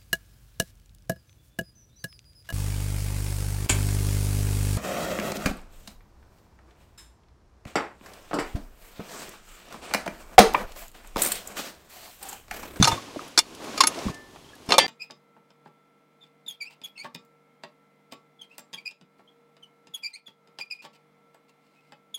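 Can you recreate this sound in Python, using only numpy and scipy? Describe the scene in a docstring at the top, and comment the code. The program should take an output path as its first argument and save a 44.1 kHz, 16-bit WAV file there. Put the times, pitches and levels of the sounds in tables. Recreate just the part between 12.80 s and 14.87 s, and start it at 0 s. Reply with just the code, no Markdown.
"""Outdoors on stony ground, one microphone close to a small steel shovel, faint air behind it.
The blade thuds into soil, bangs and chatters on rock, then grates on through gravel while loose stones
clack and grit ticks on the steel. It strikes rock again near 0.6 s and 1 s. Lifted out at 1.3 s, it
rings faintly; at 1.9 s it is dropped and clangs."""
import sys
import numpy as np
from scipy import signal
from scipy.fft import rfft, irfft
from scipy.io import wavfile
from scipy.ndimage import uniform_filter1d

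SR = 44100
rng = np.random.default_rng(int(sys.argv[2]) if len(sys.argv) > 2 else 0)


def dump(signal):
    """Clip the signal to [-1, 1] and save it as 16-bit WAV at the path in sys.argv[1]."""
    limited = np.clip(np.atleast_2d(signal).T, -1, 1)
    pcm = np.round(limited * 32767).astype(np.int16)
    wavfile.write(sys.argv[1], SR, pcm)


N = 91110


def undb(db):
    return 10 ** (np.asarray(db) / 20)


def unit(x, count=None):
    """Scale to rms 1, taken over the first count samples or over all."""
    return x / np.sqrt(np.mean(x[:count] ** 2))


def band(x, lo_hz, hi_hz):
    return signal.sosfilt(signal.butter(2, [lo_hz, hi_hz], "bandpass", fs=SR, output="sos"), x)


def colour(x, spectrum):
    """Shape a sound with (Hz, dB) points, rolling off beyond both ends; rms 1."""
    hz, db = np.array(spectrum, float).T
    f = np.arange(len(x) // 2 + 1) * SR / len(x) + 1
    rolloff_db = 2.7 * np.maximum(np.log2(hz[0] / f), 0) + 24 * np.maximum(np.log2(f / hz[-1]), 0)
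    gain = undb(np.interp(np.log(f), np.log(hz), db) - rolloff_db)
    return unit(irfft(rfft(x) * gain, len(x)))


def ring(modes, count, db=0):
    """Sum decaying sines with random phases, one for each (Hz, dB, t60 s) mode."""
    t = np.arange(count) / SR
    hz, level_db, t60 = np.array(modes, float).T[:, :, None]
    phase = 2 * np.pi * rng.random((len(modes), 1))
    envelope = undb(level_db + db) * np.exp(-np.log(1000) * t / t60)
    return np.sum(envelope * np.sin(2 * np.pi * hz * t + phase), axis=0)


# open air around the microphone (frequency [Hz], relative density [dB])
AIR_SPECTRUM = [(30,-10.5), (120,-7), (340,-13.5), (1500,-27), (3250,-19.5), (11000,-31), (16000,-39)]


def outdoor_air(level_db=-55, waver_hz=9.95):
    """Faint background noise whose level wavers by about 1 dB."""
    noise = colour(rng.standard_normal(N), AIR_SPECTRUM)
    hold = int(SR / waver_hz)
    steps = np.repeat(rng.standard_normal(N // hold + 1), hold)
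    waver_db = unit(uniform_filter1d(steps, hold)[:N])
    return noise * undb(level_db + waver_db)


# soil thuds, stone clacks and clinks of the carried shovel (time [s], pitch [Hz], level [dB], t60 [s])
KNOCKS = [(0.0, 144, 7.5, 0.011), (0.011, 183, 0, 0.028), (0.03, 134, -12, 0.081),
          (0.077, 108.7, -28.5, 0.39), (0.127, 105, -10, 0.031), (0.177, 1110, -27.5, 0.07),
          (0.361, 600, -21.5, 0.026), (0.368, 291, -21.5, 0.036), (0.393, 1234, -24, 0.026),
          (0.579, 335, -18, 0.035), (1.038, 290, -22.5, 0.069), (1.178, 685, -28, 0.1),
          (1.254, 163.5, -22.5, 0.11), (1.264, 194.4, -11.5, 0.047), (1.263, 68, -16.5, 0.061),
          (1.284, 1100, -24, 0.037), (1.297, 140, -16.5, 0.028), (1.645, 3150, -51.5, 0.068),
          (1.69, 3250, -50, 0.11), (1.733, 1690, -42.5, .07), (1.888, 181, -12, 0.016),
          (1.946, 2369, -32, 0.31), (1.981, 535, -10, 0.041), (2.042, 768, -22, 0.056)]


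def knocks():
    """Each knock on soil, stone or steel is a soft push into one damped tone."""
    out, t = np.zeros(N), np.arange(SR // 5) / SR
    for at_s, hz, db, t60 in KNOCKS:
        push = np.minimum(2 * hz * t, 1)  # rises over half a cycle
        envelope = undb(db) * push * np.exp(-np.log(1000) * t / t60)
        add(out, at_s, envelope * np.sin(2 * np.pi * hz * t))
    return out


# course of the blade through gravel (time [s], rumble level [dB], grit level [dB])
GRATING_LEVELS = [(0,-36.5,-36.5), (0.129,-34,-36), (.2,-44,-45.5), (.33,-46,-50.5), (.42,-44,-46),
                  (.55,-52.5,-53.5), (.78,-48,-52), (0.842,-38,-44), (1.0,-39,-42), (1.121,-38,-43),
                  (1.188,-36,-41.5), (1.302,-37.5,-41.5), (1.322,-44,-51.5), (1.42,-53.5,-63.5),
                  (1.864,-54,-57.5), (1.92,-20,-42), (1.975,-42.5,-71), (2.0,-34.5,-46), (2.066,-36,-61)]
# shifting stones (frequency [Hz], relative density [dB])
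RUMBLE_SPECTRUM = [(100,-11), (290,7.5), (700,-0.5), (1100,-1), (1800,-14.5)]
# fine grit (frequency [Hz], relative density [dB])
GRIT_SPECTRUM = [(1200,-4), (2400,-0.5), (6500,-6), (15500,-23.5)]


def gravel_grating(grains_per_s=2700, spread_db=0.5):
    """Dense uneven grains make a low rumble of shifting stones and a finer hiss of grit."""
    def grains():
        contacts = (rng.random(N) < grains_per_s / SR) * rng.standard_normal(N)
        return contacts * undb(spread_db * np.minimum(rng.exponential(size=N), 3.0))

    t = np.arange(N) / SR
    at_s, rumble_db, grit_db = np.array(GRATING_LEVELS).T
    rumble = colour(grains(), RUMBLE_SPECTRUM)
    grit = colour(grains() + rng.standard_normal(N), GRIT_SPECTRUM)
    return rumble * undb(np.interp(t, at_s, rumble_db)) + grit * undb(np.interp(t, at_s, grit_db))


# modes of the blade pressed into the ground (pitch [Hz])
DAMPED_HZ = [690, 910, 1075, 1245, 1500, 2210, 2380, 2830, 3550, 4130, 4430, 4780, 5340, 5430, 6250, 6530,
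             6950, 7700, 8160, 10100, 10890]
# the same modes, row for row (relative level [dB], t60 [s])
DAMPED_MODES = [(-12, 0.062), (2, 0.059), (3, 0.032), (-1, 0.099), (12.5, 0.011), (-8.5, 0.091),
                (-8, 0.059), (-12.5, 0.097), (-2, 0.076), (6.5, 0.032), (-6.5, 0.11), (2.5, 0.031),
                (6, 0.035), (-2, 0.04), (8, 0.022), (-4.5, .05), (-1.5, 0.046), (5, 0.02), (-1, 0.022),
                (-0.5, 0.039), (0.5, 0.038)]
# edges of the bass, low, mid, high and top bands (frequency [Hz])
BAND_EDGES_HZ = [150, 750, 1700, 3300, 7000, 15000]
# steel on rock (time [s], rise [s], chatter decay [s], t60 scale [ratio], two pitches favoured by the
# strike point [Hz], five band levels from bass to top [dB])
STRIKES = [(0.0248,0.00094,0.025,0.7,6250,4130,-53,-19.5,-29,-15.5,-27),
           (0.0429,0.002,0.0094,0.22,3700,1240,-66,-28,-30.5,-19,-41),
           (0.0518,0.00039,0.0036,0.78,5430,2210,-48,-25.5,-41.5,-22.5,-40),
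           (0.071,0.0036,0.013,0.49,10100,4130,-27,-23.5,-29,-35,-28),
           (0.077,0.002,0.008,1.34,5430,910,-35.5,-22,-44,-23,-57),
           (0.112,0.0059,0.013,1.3,3550,690,-38,-27,-40,-31.5,-44.5),
           (0.5757,0.00086,0.012,0.68,4430,1500,-35,-27.5,-26.5,-17,-24),
           (0.5831,0.00043,0.0031,1.2,5700,2210,-52,-33,-28.5,-24,-32),
           (0.5893,0.000089,0.0062,0.61,5300,910,-32,-28.5,-26.5,-16.5,-20.5),
           (0.975,0.0035,0.0043,1.07,4780,2380,-44,-40,-35,-35.5,-37.5),
           (1.004,0.0033,0.0045,0.98,1075,4790,-31.5,-13.5,-22,-16.5,-26.5),
           (1.034,0.0029,0.0042,0.98,6530,2210,-65,-21,-31.5,-23.5,-32.5),
           (1.0689,0.0033,0.0037,0.92,10890,6390,-62,-39.5,-30.5,-31,-18),
           (1.888,0.0029,0.016,1.4,690,2830,-36.5,-64,-38.5,-43,-42),
           (1.9053,0.0003,0.011,1.4,690,3550,-29.5,-49,-28.5,-34.5,-43),
           (1.9208,0.00035,0.021,0.78,2830,690,-25,-31,-19,-20.5,-39),
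           (1.939,0.00043,0.012,1.02,690,2380,-21,-58,-27,-32.5,-46),
           (1.9811,0.0014,0.007,0.36,1075,6250,-17.5,-19.5,-19.5,-19.5,-19),
           (1.988,0.00068,0.036,0.48,3200,910,-20.5,-33,-18.5,-21,-58)]


def rock_strikes(scatter_db=5.5, minor_t60_s=0.055, tail_s=0.013, dull_hz=9350):
    """A short chatter of steel on stone cracks, rings the damped blade and scatters off the ground."""
    out, count = np.zeros(N), SR // 8
    t = np.arange(count) / SR
    onset = 660  # samples: the first 15 ms set each level
    modes = np.column_stack([DAMPED_HZ, DAMPED_MODES])
    # many small modes lie between the strong ones
    minor_hz = np.geomspace(500, 14000, num=60) * (1 + .03 * rng.standard_normal(60))
    for at_s, rise_s, chatter_s, t60_scale, first_hz, second_hz, *band_db in STRIKES:
        crack_noise, tail_noise = rng.standard_normal((2, count))
        rise = 1 - np.exp(-(t / rise_s) ** 2)
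        favoured_hz = [first_hz, second_hz]
        body_db = scatter_db * rng.standard_normal(len(modes))
        body_db += strike_point_db(modes[:, 0], favoured_hz, width=.015)
        body = rise * ring(modes * [1, 1, t60_scale], count, body_db[:, None])
        minor_modes = [(hz, 0, minor_t60_s * t60_scale + chatter_s) for hz in minor_hz]
        minor_db = 1.5 * rng.standard_normal(len(minor_hz))
        minor_db += strike_point_db(minor_hz, favoured_hz, width=.07)
        minor = rise * ring(minor_modes, count, minor_db[:, None])
        crack = crack_noise * rise * np.exp(-t / chatter_s)
        tail = tail_noise * rise * np.exp(-t / tail_s)
        steel = unit(body, onset) + undb(-7) * unit(minor, onset) + undb(-6) * unit(crack, onset)
        blow = band(steel + undb(-27) * tail, 300, dull_hz)
        for k, db in enumerate(band_db):
            part = unit(band(blow, *BAND_EDGES_HZ[k:k + 2]), onset)
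            add(out, at_s, (-1) ** k * undb(db) * part)  # neighbouring bands alternate in polarity
    return out


def strike_point_db(hz, favoured_hz, width, boost_db=9):
    """Modes near those the strike point drives best come out louder; width is a share of the pitch."""
    distance = np.log(hz[:, None] / favoured_hz) / width
    return boost_db * np.max(np.exp(-distance ** 2), axis=1)


# small grit landing on the blade (time [s], band centre [Hz], level [dB])
GRIT_TICKS = [(0.48,6400,-51.5), (0.749,4730,-47), (0.843,5330,-48), (1.145,2490,-43), (1.188,2830,-39),
              (1.344,4050,-46.5), (1.56,860,-46), (1.753,5770,-55), (1.862,5570,-56)]


def grit_ticks(decay_s=0.0062):
    """Grit ticks on the steel in brief noise bursts two octaves wide."""
    out, t = np.zeros(N), np.arange(SR // 20) / SR
    for at_s, hz, db in GRIT_TICKS:
        burst = rng.standard_normal(len(t)) * np.exp(-t / decay_s)
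        add(out, at_s, undb(db) * unit(band(burst, hz / 2, hz * 2), count=440))
    return out


# modes of the blade clear of the soil (pitch [Hz])
FREE_HZ = [1766, 2078, 2369, 2681, 2993, 3176, 3435, 4344, 4667, 5700, 7090, 8592, 10760]
# the same modes, row for row (relative level [dB], t60 [s])
FREE_MODES = [(-2, .55), (-5, .6), (-12, .4), (0, .13), (-4, .12), (-2, .3), (-7, .35), (-9, .07), (-3, .8),
              (-13, .15), (-16, .15), (-4, .09), (-12, .09)]
# the lift, then the drop (time [s], gain [dB], tilt above the lowest mode [dB/octave], rise [s])
FREE_RINGS = [(1.306, -35.5, -56, 0.064), (1.987, -23, 1.9, 0.0059)]


def free_blade_rings():
    """No longer damped by soil, the blade sings on its long modes."""
    out, modes = np.zeros(N), np.column_stack([FREE_HZ, FREE_MODES])
    octaves = np.log2(modes[:, :1] / modes[0, 0])
    for at_s, db, tilt_db, rise_s in FREE_RINGS:
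        tone = ring(modes, SR // 2, db + tilt_db * octaves)
        rise = np.minimum(np.arange(len(tone)) / (rise_s * SR), 1)
        add(out, at_s, tone * rise)
    return out


def add(out, at_s, x):
    start = int(at_s * SR)
    out[start:start + len(x)] += x[:N - start]


def scene():
    """Air, ground and shovel meet at the one microphone."""
    ground = outdoor_air() + knocks() + gravel_grating()
    shovel = rock_strikes() + grit_ticks() + free_blade_rings()
    return (ground + shovel)[None]


def record(dry):
    """The recorder rounds the loudest peaks and cuts the top."""
    ceiling, top_hz = 1.1, 15700
    rounded = ceiling * np.tanh(dry / ceiling)
    return signal.sosfilt(signal.ellip(8, .2, 70, top_hz, fs=SR, output="sos"), rounded)


dry = scene()
out = record(dry)
dump(out)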